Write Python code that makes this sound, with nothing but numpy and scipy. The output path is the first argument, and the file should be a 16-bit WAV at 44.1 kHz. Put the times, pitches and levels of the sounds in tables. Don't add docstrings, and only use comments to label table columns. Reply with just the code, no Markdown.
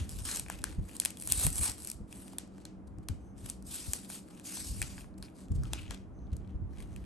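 import sys
import numpy as np
from scipy import signal
from scipy.fft import rfft, irfft, next_fast_len
from scipy.io import wavfile
from scipy.ndimage import uniform_filter1d

SR = 44100
rng = np.random.default_rng(int(sys.argv[2]) if len(sys.argv) > 2 else 0)


def transcribe(signal):
    frames = np.atleast_2d(signal).T
    limited = np.clip(frames, -1, 1)
    pcm = np.round(limited * 32767).astype(np.int16)
    wavfile.write(sys.argv[1], SR, pcm)


N = 310905

# (frequency [Hz], relative level [dB])
AIR_SPECTRUM = [(18, -13), (30, -15.5), (71, -3), (145, -5), (202, -1), (319, -4), (432, -12), (756, -17),
                (858, -20), (1160, -23), (4360, -51.5), (7820, -49), (11200, -49.5), (13000, -71.5)]
# (frequency [Hz], correlation [-], sign ignored)
AIR_COHERENCE = [(60, -0.4), (180, 1), (550, 0.31), (1650, 0.42), (4970, 0.66), (15000, -0.41)]
# (centre [Hz], width [Hz], level [dB])
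HUM_BANDS = [(192, 6.8, -58), (270, 13, -65.5), (311.3, 7.3, -65)]
# (time [s], level [dB])
SHAKE_LEVEL = [(0, -47), (.24, -39.5), (.3, -50.5), (.78, -44.5), (.9, -56.5), (1.22, -59), (1.3, -42.5),
               (1.7, -49.5), (1.8, -60.5), (2.65, -60), (2.9, -50), (3.6, -52), (4.4, -74), (4.7, -44.5),
               (5.05, -51.5), (5.45, -60.5), (5.55, -32.5), (5.9, -48), (6.05, -52), (6.25, -43.5),
               (7.05, -44)]
# (frequency [Hz], relative level [dB])
SHAKE_SPECTRUM = [(15, -49.5), (28, -33), (38, -6.5), (48, 2), (65, 1.5), (108, -5.5), (156, -12.5),
                  (296, -26), (400, -32.5), (520, -42), (880, -120)]
# (time [s], level [dB], pitch [Hz])
THUDS = [(0.0, -22, 101), (0.78, -18.5, 83.3), (0.826, -33, 80), (1.37, -26, 67.2), (1.448, -18.5, 103.5),
         (1.461, -21.5, 152.8), (1.466, -29.5, 201), (1.593, -22, 84.3), (1.69, -36, 94.7),
         (1.95, -39, 55.3), (2.002, -31.5, 198), (2.16, -41, 70.2), (2.974, -30.5, 116.8),
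         (3.096, -20.5, 100.8), (3.432, -33.5, 117.6), (3.877, -28.5, 101.4), (4.706, -26.5, 58),
         (4.76, -29, 80), (4.811, -26.5, 69.2), (5.192, -33.5, 68.2), (5.503, -17, 85.5),
         (5.541, -26.5, 68.2), (5.577, -17.5, 57.4), (5.72, -33.5, 72.9), (5.879, -29, 70.6),
         (6.322, -23, 72.5), (6.545, -23.5, 64.1), (6.593, -30, 90), (6.618, -25.5, 93.6),
         (6.715, -39, 65.9)]
# (start [s], length [s], first [dB], last [dB], relative body [dB], crackle share [0-1])
STROKES = [(0.0, 0.059, -49, -59, -4.5, 0), (0.102, 0.11, -48.5, -46, -15, 0.7),
           (0.254, 0.12, -36.5, -38, -14.5, 0.25), (0.507, 0.057, -49, -60, -3.5, 0.6),
           (0.584, 0.15, -73, -53.5, -3.5, 0.76), (0.826, 0.13, -65, -52.5, -7.5, 0.4),
           (1.172, 0.088, -59, -50, -16, 0.5), (1.279, 0.175, -44, -35.5, -12.5, 0.14),
           (1.527, 0.056, -46, -38, -15, 0.35), (1.613, 0.045, -38.5, -32, -13.5, 0),
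           (1.66, 0.03, -35, -40.5, -12, 0.3), (1.782, 0.1, -54.5, -46, -12, 0.7),
           (2.111, 0.23, -58.5, -63.5, -7.5, 0.34), (2.527, 0.083, -71.5, -60.5, -7.5, 0.64),
           (3.13, 0.18, -78, -80, -7, 0.35), (3.381, 0.11, -65.5, -50, -9, 0.4),
           (3.666, 0.096, -53, -37.5, -18.5, 0.2), (3.773, 0.18, -47, -46, -14.5, 0.1),
           (3.955, 0.1, -55, -52, -13.5, 0.4), (4.095, 0.065, -43, -42.5, -17, 0.2),
           (4.27, 0.15, -62.5, -63.5, -6.5, 0.57), (4.458, 0.135, -42, -42, -19.5, .1),
           (4.609, 0.26, -42, -49.5, -19, 0.05), (4.855, 0.15, -53.5, -52.5, -11, 0.1),
           (5.232, 0.044, -59, -64.5, -3, 0.7), (5.357, 0.053, -67, -55, -10.5, 0.4),
           (5.498, 0.18, -75, -60, -9.5, 0.2), (5.66, .06, -70, -66, 2, .3),
           (5.737, 0.14, -50, -62, -4, 0.5), (5.915, 0.02, -49.5, -54, 0, 0.68),
           (6.211, 0.31, -90, -83.5, 8.5, 0.6), (6.697, 0.11, -79, -62, -1.5, 0.5),
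           (6.784, 0.41, -75, -67, 0, 0.34)]
# (start [s], length [s], level [dB], relative body [dB])
BRUSHES = [(0.584, .012, -47, -9), (2.869, 0.015, -60.5, -11.5), (3.024, 0.021, -68.5, -7),
           (3.458, 0.0073, -38.5, -13.5), (5.177, 0.011, -55, -14), (5.515, 0.01, -50, -25),
           (5.544, 0.027, -51, -17), (6.327, .012, -54.5, -2.5)]
# (frequency [Hz], relative level [dB])
CRACK_SPECTRUM = [(3000, -20), (4100, -11), (5900, -8), (6900, -7.5), (7600, -1.5), (8800, -0.5),
                  (9600, 3.5), (10400, -1.5), (11100, 2), (11800, -9), (12500, -14.5), (13200, -21.5),
                  (14000, -26.5), (15500, -32.5)]
# (frequency [Hz], relative level [dB])
BODY_SPECTRUM = [(300, 2.5), (600, 0.5), (900, 0), (1500, 0), (2800, -1), (3600, -7), (5000, -14)]
# (frequency [Hz], left-right [dB])
RUSTLE_PAN = [(60, 4.5), (150, -2.5), (380, 2), (950, 1.5), (2380, 4), (5300, 5), (6200, 0.5),
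              (15000, -0.5)]
# (time [s], gain [dB])
TREBLE_GAIN = [(0, -1.5), (.3, -1.4), (.9, -2), (1.3, 4.5), (1.53, 5), (1.7, 0.5), (2.2, 3), (2.7, -10),
               (3.1, -3), (3.5, -0.5), (4.2, -2.1), (4.9, -3), (5.25, 0), (5.45, -5.5), (5.9, -7),
               (6.3, -4), (7.05, -2)]
# (frequency [Hz], T60 [s])
ROOM_T60 = [(800, 0.31), (3000, 0.35), (9000, 0.29), (14000, 0.15)]
# (time [s], level [dB], relative body [dB], ring [Hz], left-right [dB])
SNAPS = [(0.0925, -31.5, -13, 3440, 5), (0.2543, -35, -10, 3005, 2.5), (.289, -26, -8, 1983, 4),
         (0.3135, -23, -22, 3004, -2), (0.3596, -21, -21, 3120, 9), (0.371, -23, -16, 2440, 3),
         (.396, -20, -17, 3430, 5), (.462, -45, 5, 1980, 3), (.4635, -56, 10, 800, 3),
         (0.484, -35, -5, 2200, 4.5), (0.4994, -21.5, -6.5, 1380, 4), (0.524, -36.5, -11, 1990, 2.5),
         (.59, -48, 3, 2600, 4), (0.6176, -39.5, -6, 3390, 2), (0.63, -54, 3, 1500, 4),
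         (0.6401, -16.5, -10, 1671, 5), (0.893, -51, 4.5, 2280, 9), (0.966, -28, -28, 2595, 6.5),
         (0.9997, -9.5, -22, 3340, 5.5), (1.009, -33, -15.5, 3010, 3), (1.019, -34, -4.5, 2200, 4.5),
         (1.036, -44, 1, 1500, 4), (1.0499, -12.5, -13, 2370, -2), (1.0567, -17.5, -9.5, 2520, 9),
         (1.105, -30, -13, 2620, 4), (1.171, -38.5, -5, 3200, 5), (1.199, -34.5, -12.5, 3220, 2.5),
         (1.214, -36, -23.5, 1200, 2), (1.223, -30, -14, 2790, 5.5), (1.2739, -21, -19, 1590, 3),
         (1.3, -28, -9, 3500, 4), (1.316, -26, -5, 3800, 4), (1.3214, -12.5, -18.5, 3150, 8),
         (1.375, -30, -12, 4800, 3), (1.397, -30, -11, 2700, 2.5), (1.411, -27, -8, 4100, 5),
         (1.448, -20, -13, 1990, 3), (1.466, -19, -11, 2800, 7), (1.4675, -40, 10, 450, 3),
         (1.503, -30, -24, 2410, 7.5), (1.5285, -30, -20, 2500, 4), (1.557, -27, -22, 3017, 2),
         (1.581, -27, -11, 3000, 4), (1.611, -29, -11, 2020, -1), (1.633, -19.5, -15, 2250, 0),
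         (1.697, -27, -9, 4500, 10), (1.717, -28, -22, 2480, 6), (1.801, -42, -23.5, 3000, 4),
         (1.8212, -37, -25, 1350, 12), (1.848, -28, -24, 1242, 6.5), (1.8726, -26.5, -27, 2570, 11.5),
         (1.887, -32, -25, 2504, 3.5), (1.9, -25, -23.5, 2490, 5), (1.915, -27, -22, 2503, 0.5),
         (2.1262, -35.5, -6.5, 2500, 4.5), (2.28, -41, -5, 2830, 5.5), (2.3335, -46, 1, 1000, 3),
         (2.384, -19, -14.5, 3830, 4), (2.476, -51, -24, 2980, 4), (2.564, -64, -14, 3000, 2),
         (2.5813, -45.5, -5.5, 1176, -0.5), (2.6525, -28.5, -9.5, 3970, 3), (2.9849, -47.5, -12.5, 1182, 4),
         (3.0857, -24, -11, 3200, 5.5), (3.087, -50, 10, 750, 4), (3.3794, -43, -24, 2340, -1),
         (3.499, -21, -27, 2727, 3), (3.6245, -41.5, -16, 1050, 5), (3.934, -12, -20, 2600, 2.5),
         (3.9355, -44, 8, 900, 3), (4.047, -43, -2, 4000, 4), (4.1005, -29.5, -7, 1402, 3),
         (4.351, -62, -12, 1170, 3), (4.3973, -35, -11.5, 2300, 4), (4.452, -41, -6, 2705, 2),
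         (4.5708, -34, -4, 3600, 6), (4.572, -46, 6, 1200, 5), (4.8171, -13.5, -12.5, 2050, 4),
         (4.8258, -22.5, -7.5, 2600, 3.5), (4.9796, -48, 8, 1930, 5), (5.008, -42, -4.5, 2800, 2),
         (5.017, -44, -10, 2850, 4), (5.043, -55, 8, 1290, 3), (5.1403, -66, 3, 3970, 4.5),
         (5.2253, -36.5, 0.5, 4400, 5.5), (5.2265, -56, 10, 1400, 5), (5.283, -61, 10, 2510, 3.5),
         (5.42, -60, -2, 4030, 2), (5.4555, -55, -9.5, 4000, 2), (5.4835, -49, -9, 2930, 5),
         (5.635, -33, -12, 1260, 1.5), (5.654, -46, 2, 3000, 6), (5.7332, -17.5, -9, 2900, 6),
         (5.734, -27, -9, 1085, 2.5), (5.831, -46, 0, 2800, 4), (5.854, -50, 0, 2800, 6),
         (5.879, -48, 2, 2800, 5.5), (5.908, -25.5, -8.5, 3300, 8.5), (5.9095, -44, 8, 1300, 6),
         (5.935, -43.5, -9.5, 3360, 2.5), (5.945, -36, -5.5, 3040, 10), (6.19, -63.5, -5, 4200, 4),
         (6.269, -70, 7.5, 3500, 5.5), (6.318, -57, -1, 3500, 2.5), (6.3664, -37, -24.5, 1103, 6),
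         (6.4753, -58.5, -3, 3800, 5), (6.4937, -62, 3, 2500, 2), (6.507, -62.5, -2, 3500, 1),
         (6.7721, -54.5, 0, 3040, 3), (6.784, -48, -6, 3000, 6), (6.8042, -51, -8, 2422, 1),
         (6.824, -44, -7, 3040, 6), (6.8748, -61, -11, 2500, 2), (6.9617, -39, -6, 2350, 6),
         (7.041, -52, 0, 2500, 5)]
# (start [s], length [s], centre [Hz], width [Hz], level [dB])
PAPER_BANDS = [(.252, .15, 1300, 1500, -54), (0.661, 0.028, 1570, 400, -55.5),
               (1.292, 0.061, 2600, 1500, -49), (1.331, 0.15, 3890, 1200, -48.5),
               (1.555, .045, 900, 700, -56), (1.655, .055, 700, 700, -52),
               (1.619, 0.076, 3950, 1200, -53.5), (3.694, 0.13, 3250, 2000, -54.5),
               (4.112, 0.088, 2800, 1500, -60.5), (4.451, 0.13, 2580, 1000, -57.5),
               (4.455, .2, 1500, 900, -63), (4.469, 0.32, 5300, 900, -57.5), (4.443, 0.5, 2760, 600, -68.5),
               (5.224, 0.049, 4640, 1200, -61), (5.626, 0.047, 1260, 400, -59),
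               (5.769, 0.038, 2665, 600, -52), (5.845, 0.034, 2740, 900, -60)]
# (start [s], length [s], centre [Hz], level [dB])
CHIRPS = [(3.175, 0.18, 6200, -79.5), (6.126, 0.17, 6200, -79.5)]
# (frequency [Hz], left lead [rad])
PORT_PHASE = [(0, -1), (950, 0.68), (2700, 0.95), (3400, .55), (5500, .05), (6700, .05), (7500, .7),
              (8200, .45), (8900, -.8), (9600, -2.4), (10300, -3.2), (11000, -4.4), (11700, -5.7),
              (12400, -6.4), (13000, -7.6), (13700, -9.4), (14400, -12), (15100, -12.5), (16500, -12.5)]


def gain_of(db):
    return 10 ** (np.asarray(db) / 20)


def pan_gains(pan_db):
    return gain_of(np.outer([.5, -.5], pan_db))


def unit_rms(x):
    return x / np.sqrt(np.mean(x ** 2) + 1e-20)


def at_hz(points, hz):
    f, value = np.transpose(points)
    return np.interp(np.log(hz + 1), np.log(f + 1), value)


def over_time(points):
    return np.interp(np.arange(N) / SR, *np.transpose(points))


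def flutter(depth_db, span_samples, count=N):
    return gain_of(depth_db * unit_rms(uniform_filter1d(rng.standard_normal(count), span_samples)))


def shaped(x, gain):
    size = next_fast_len(N + 4096)
    return irfft(rfft(x, size) * gain(np.fft.rfftfreq(size, 1 / SR)), size)[..., :N]


def impulse_response(spectrum):
    hz = abs(np.fft.fftfreq(4096, 1 / SR))
    inside = (hz > spectrum[0][0] * .7) & (hz < spectrum[-1][0] * 1.5)
    log_gain = np.log(gain_of(np.where(inside, at_hz(spectrum, hz), -60)))
    taps = np.fft.ifft(np.exp(np.conj(signal.hilbert(log_gain)))).real[:1024]
    return taps / np.linalg.norm(taps)


def noise_pair(correlation):
    a, b = rng.standard_normal((2, N))
    return np.array([a, correlation * a + np.sqrt(1 - correlation ** 2) * b])


def flattened(burst, share=0.44):
    spectrum = rfft(burst)
    return irfft(spectrum / (abs(spectrum) + 1e-9) ** share, len(burst))


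def swell(start_s, length_s, hz, width_hz, db, taper=0.85, grain_db=0.0):
    out, at, count = np.zeros(N), round(start_s * SR), round(length_s * SR)
    radius = np.exp(-np.pi * width_hz / SR)
    resonator = [1, 0, -1, 1, -2 * radius * np.cos(2 * np.pi * hz / SR), radius ** 2]
    band = signal.sosfilt([resonator, resonator], rng.standard_normal(SR)[:count])
    band *= flutter(grain_db, 60, SR)[:count]
    out[at:at + count] = gain_of(db) * unit_rms(band) * np.sin(np.pi * np.arange(count) / count) ** taper
    return out


def air(level_db=-53):
    left, other = shaped(rng.standard_normal((2, N)), lambda f: gain_of(at_hz(AIR_SPECTRUM, f)))
    likeness = lambda f: np.clip(abs(at_hz(AIR_COHERENCE, f)), 0, 1)
    right = shaped(left, likeness) + shaped(other, lambda f: np.sqrt(1 - likeness(f) ** 2))
    return gain_of(level_db) * unit_rms(np.array([left, right]))


def hum():
    out = np.zeros(N)
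    for hz, width_hz, db in HUM_BANDS:
        band = shaped(rng.standard_normal(N), lambda f: 1 / (1 + (2 * (f - hz) / width_hz) ** 2))
        out += gain_of(db) * unit_rms(band)
    return out


def table_thuds(rise_s=0.0076, t60_s=0.078, knock_ratio=2.4, knock_db=-10.5, knock_t60_s=0.05,
                rumble_db=-6, rumble_t60_s=0.19):
    lumps = flutter(1.0, 1500)
    shake = shaped(noise_pair(0.4), lambda f: gain_of(at_hz(SHAKE_SPECTRUM, f)))
    shake /= (uniform_filter1d((shake ** 2).mean(0), size=3000) + 1e-12) ** 0.3
    shake_power = gain_of(2 * over_time(SHAKE_LEVEL))
    t, modes = np.arange(SR // 3) / SR, np.zeros(N)
    rise = 1 - np.exp(-t / rise_s)
    for start_s, db, hz in THUDS:
        at = slice(round(start_s * SR), round(start_s * SR) + len(t))
        phase = 2 * np.pi * hz * t
        modes[at] += rise * gain_of(db - 60 * t / t60_s) * np.sin(phase)
        modes[at] += rise * gain_of(db + knock_db - 60 * t / knock_t60_s) * np.sin(knock_ratio * phase)
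        shake_power[at] += (rise * gain_of(db + rumble_db - 60 * t / rumble_t60_s)) ** 2
    return unit_rms(shake * lumps) * np.sqrt(shake_power) + modes * np.array([[1.2], [.9]])


def finger_strokes(gentle_attack_db_per_s=598.5, release_db_per_s=349.5, gentle_db=-58):
    t, power = np.arange(N) / SR, np.zeros((3, N))
    for start_s, length_s, first_db, last_db, body_db, share in STROKES:
        held_db = np.interp(t, [start_s, start_s + length_s], [first_db, last_db])
        attack_db_per_s = gentle_attack_db_per_s * (1 + .05 * max(first_db - gentle_db, 0))
        fade_db = attack_db_per_s * np.maximum(start_s - t, 0)
        fade_db += release_db_per_s * np.maximum(t - start_s - length_s, 0)
        envelope = gain_of(np.maximum(held_db - fade_db, -140))
        power += np.outer([1, share, gain_of(2 * body_db)], envelope ** 2)
    for start_s, length_s, db, body_db in BRUSHES:
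        n = np.arange(round(length_s * SR))
        envelope = gain_of(db) * np.sin(np.pi * n / len(n))
        power[:, round(start_s * SR) + n] += np.outer([1, 0, gain_of(2 * body_db)], envelope ** 2)
    return power


def rustle(crackles_per_s=1000, spread_db=9.5, grain_ms=0.72, flutter_db=2.0):
    power, crackle_power, body_power = finger_strokes()
    sizes = gain_of(spread_db * np.minimum(rng.exponential(1, N), 2.55))
    impulses = sizes * (rng.random(N) < crackles_per_s / SR)
    grain = np.exp(-np.arange(300) / (grain_ms * SR / 1000))
    crackle = unit_rms(signal.oaconvolve(impulses, grain)[:N])
    envelope = np.sqrt(abs(power - crackle_power) + crackle_power * crackle ** 2)
    drive = unit_rms(flutter(flutter_db, 500)) * noise_pair(0.84) * envelope
    treble = signal.oaconvolve(drive, impulse_response(CRACK_SPECTRUM)[None])
    body = signal.oaconvolve(drive * np.sqrt(body_power / power), impulse_response(BODY_SPECTRUM)[None])
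    return (treble + body)[:, :N]


def bending(x, depth_db=2.3):
    spectra = signal.stft(x, nperseg=256, noverlap=192)[2]
    patches = rng.standard_normal(spectra.shape[1:][::-1]).T
    patches = uniform_filter1d(patches, size=4, axis=0)
    patches = unit_rms(uniform_filter1d(patches, size=28, axis=1))
    return signal.istft(spectra * gain_of(depth_db * patches), nperseg=256, noverlap=192)[1][:, :N]


def room(x, build_s=0.0056):
    slots = np.arange(130, SR // 2 - 20, 20)
    taps = np.zeros((2, SR // 2))
    at = slots + rng.integers(0, 20, (2, len(slots)))
    np.put_along_axis(taps, at, rng.choice([-1., 1.], at.shape), 1)
    taps[1] = 0.46 * taps[0] + 0.77 * taps[1]
    taps *= 1 - np.exp(-np.arange(SR // 2) / (build_s * SR))
    hz, t, spectra = signal.stft(taps, SR, nperseg=128)
    decay = gain_of(-60 * t / at_hz(ROOM_T60, hz)[:, None])
    tail = signal.istft(spectra * decay, SR, nperseg=128)[1]
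    return signal.fftconvolve(x.mean(0)[None], tail / np.linalg.norm(tail[0]), axes=1)[:, :N]


def snaps(burst_ms=1.3, ring_width_hz=1500, thump_db=-7, echo_ms=1.195, echo_db=-8):
    direct, to_walls = np.zeros((2, 2, N + 4096))
    treble, sheet = impulse_response(CRACK_SPECTRUM), impulse_response(BODY_SPECTRUM)
    count = 600
    t = np.arange(count) / SR
    age = t / (burst_ms / 1000)
    for start_s, db, body_db, ring_hz, pan_db in SNAPS:
        burst = rng.standard_normal(count)
        crack = np.convolve(flattened(burst * age * np.exp(-3 * age)), treble)[:count]
        crack /= abs(crack).max()
        mode = np.exp(-np.pi * ring_width_hz * t) * np.sin(2 * np.pi * ring_hz * t)
        ring = np.diff(np.convolve(mode, mode))[:count]
        response = ring / np.linalg.norm(ring) + gain_of(thump_db) * sheet[:count]
        body = np.convolve(flattened(burst[::-1] * age * np.exp(-2 * age)), response)[:count]
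        body *= gain_of(body_db) / abs(body).max()
        at = round(start_s * SR)
        direct[:, at:at + count] += gain_of(db) * pan_gains(pan_db) * (crack + body)
        blurred = np.linalg.norm(crack) * treble + np.linalg.norm(body) * sheet
        to_walls[:, at:at + len(blurred)] += gain_of(db) * blurred
    delay = round(echo_ms * SR / 1000)
    direct[:, delay:] += gain_of(echo_db) * direct[:, :-delay]
    return direct[:, :N], to_walls[:, :N]


def paper_resonances(pan_db=4):
    return sum(swell(*row, taper=0.68, grain_db=2.5) for row in PAPER_BANDS) * pan_gains(pan_db)


def insect(width_hz=450):
    return sum(swell(start_s, length_s, hz, width_hz, db) for start_s, length_s, hz, db in CHIRPS)


def scene(treble_hz=7350, narrow_above_hz=5800):
    top_band = lambda f: 1 - 1 / (1 + (f / treble_hz) ** 12)
    stereo_width = lambda f: .45 + 0.7 / (1 + (f / narrow_above_hz) ** 16)
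    rub = bending(rustle())
    cracks, to_walls = snaps()
    to_walls = shaped(to_walls, lambda f: 1 - .35 * top_band(f))
    paper = shaped(rub, lambda f: pan_gains(at_hz(RUSTLE_PAN, f))) + cracks
    paper += room(gain_of(-10.5) * to_walls + gain_of(-10) * rub)
    middle = paper.mean(0)
    paper = middle + shaped(paper - middle, stereo_width)
    paper += (gain_of(over_time(TREBLE_GAIN)) - 1) * shaped(paper, top_band)
    return paper + paper_resonances() + table_thuds() + air() + hum() + insect()


def record(dry, cutoff_hz=16400):
    ported = shaped(dry, lambda f: np.exp(1j * np.outer([.5, -.5], at_hz(PORT_PHASE, f))))
    lowpass = signal.firwin(511, cutoff_hz, window=("kaiser", 9), fs=SR)
    return signal.oaconvolve(ported, lowpass[None], "same")


dry = scene()
out = record(dry)
transcribe(out)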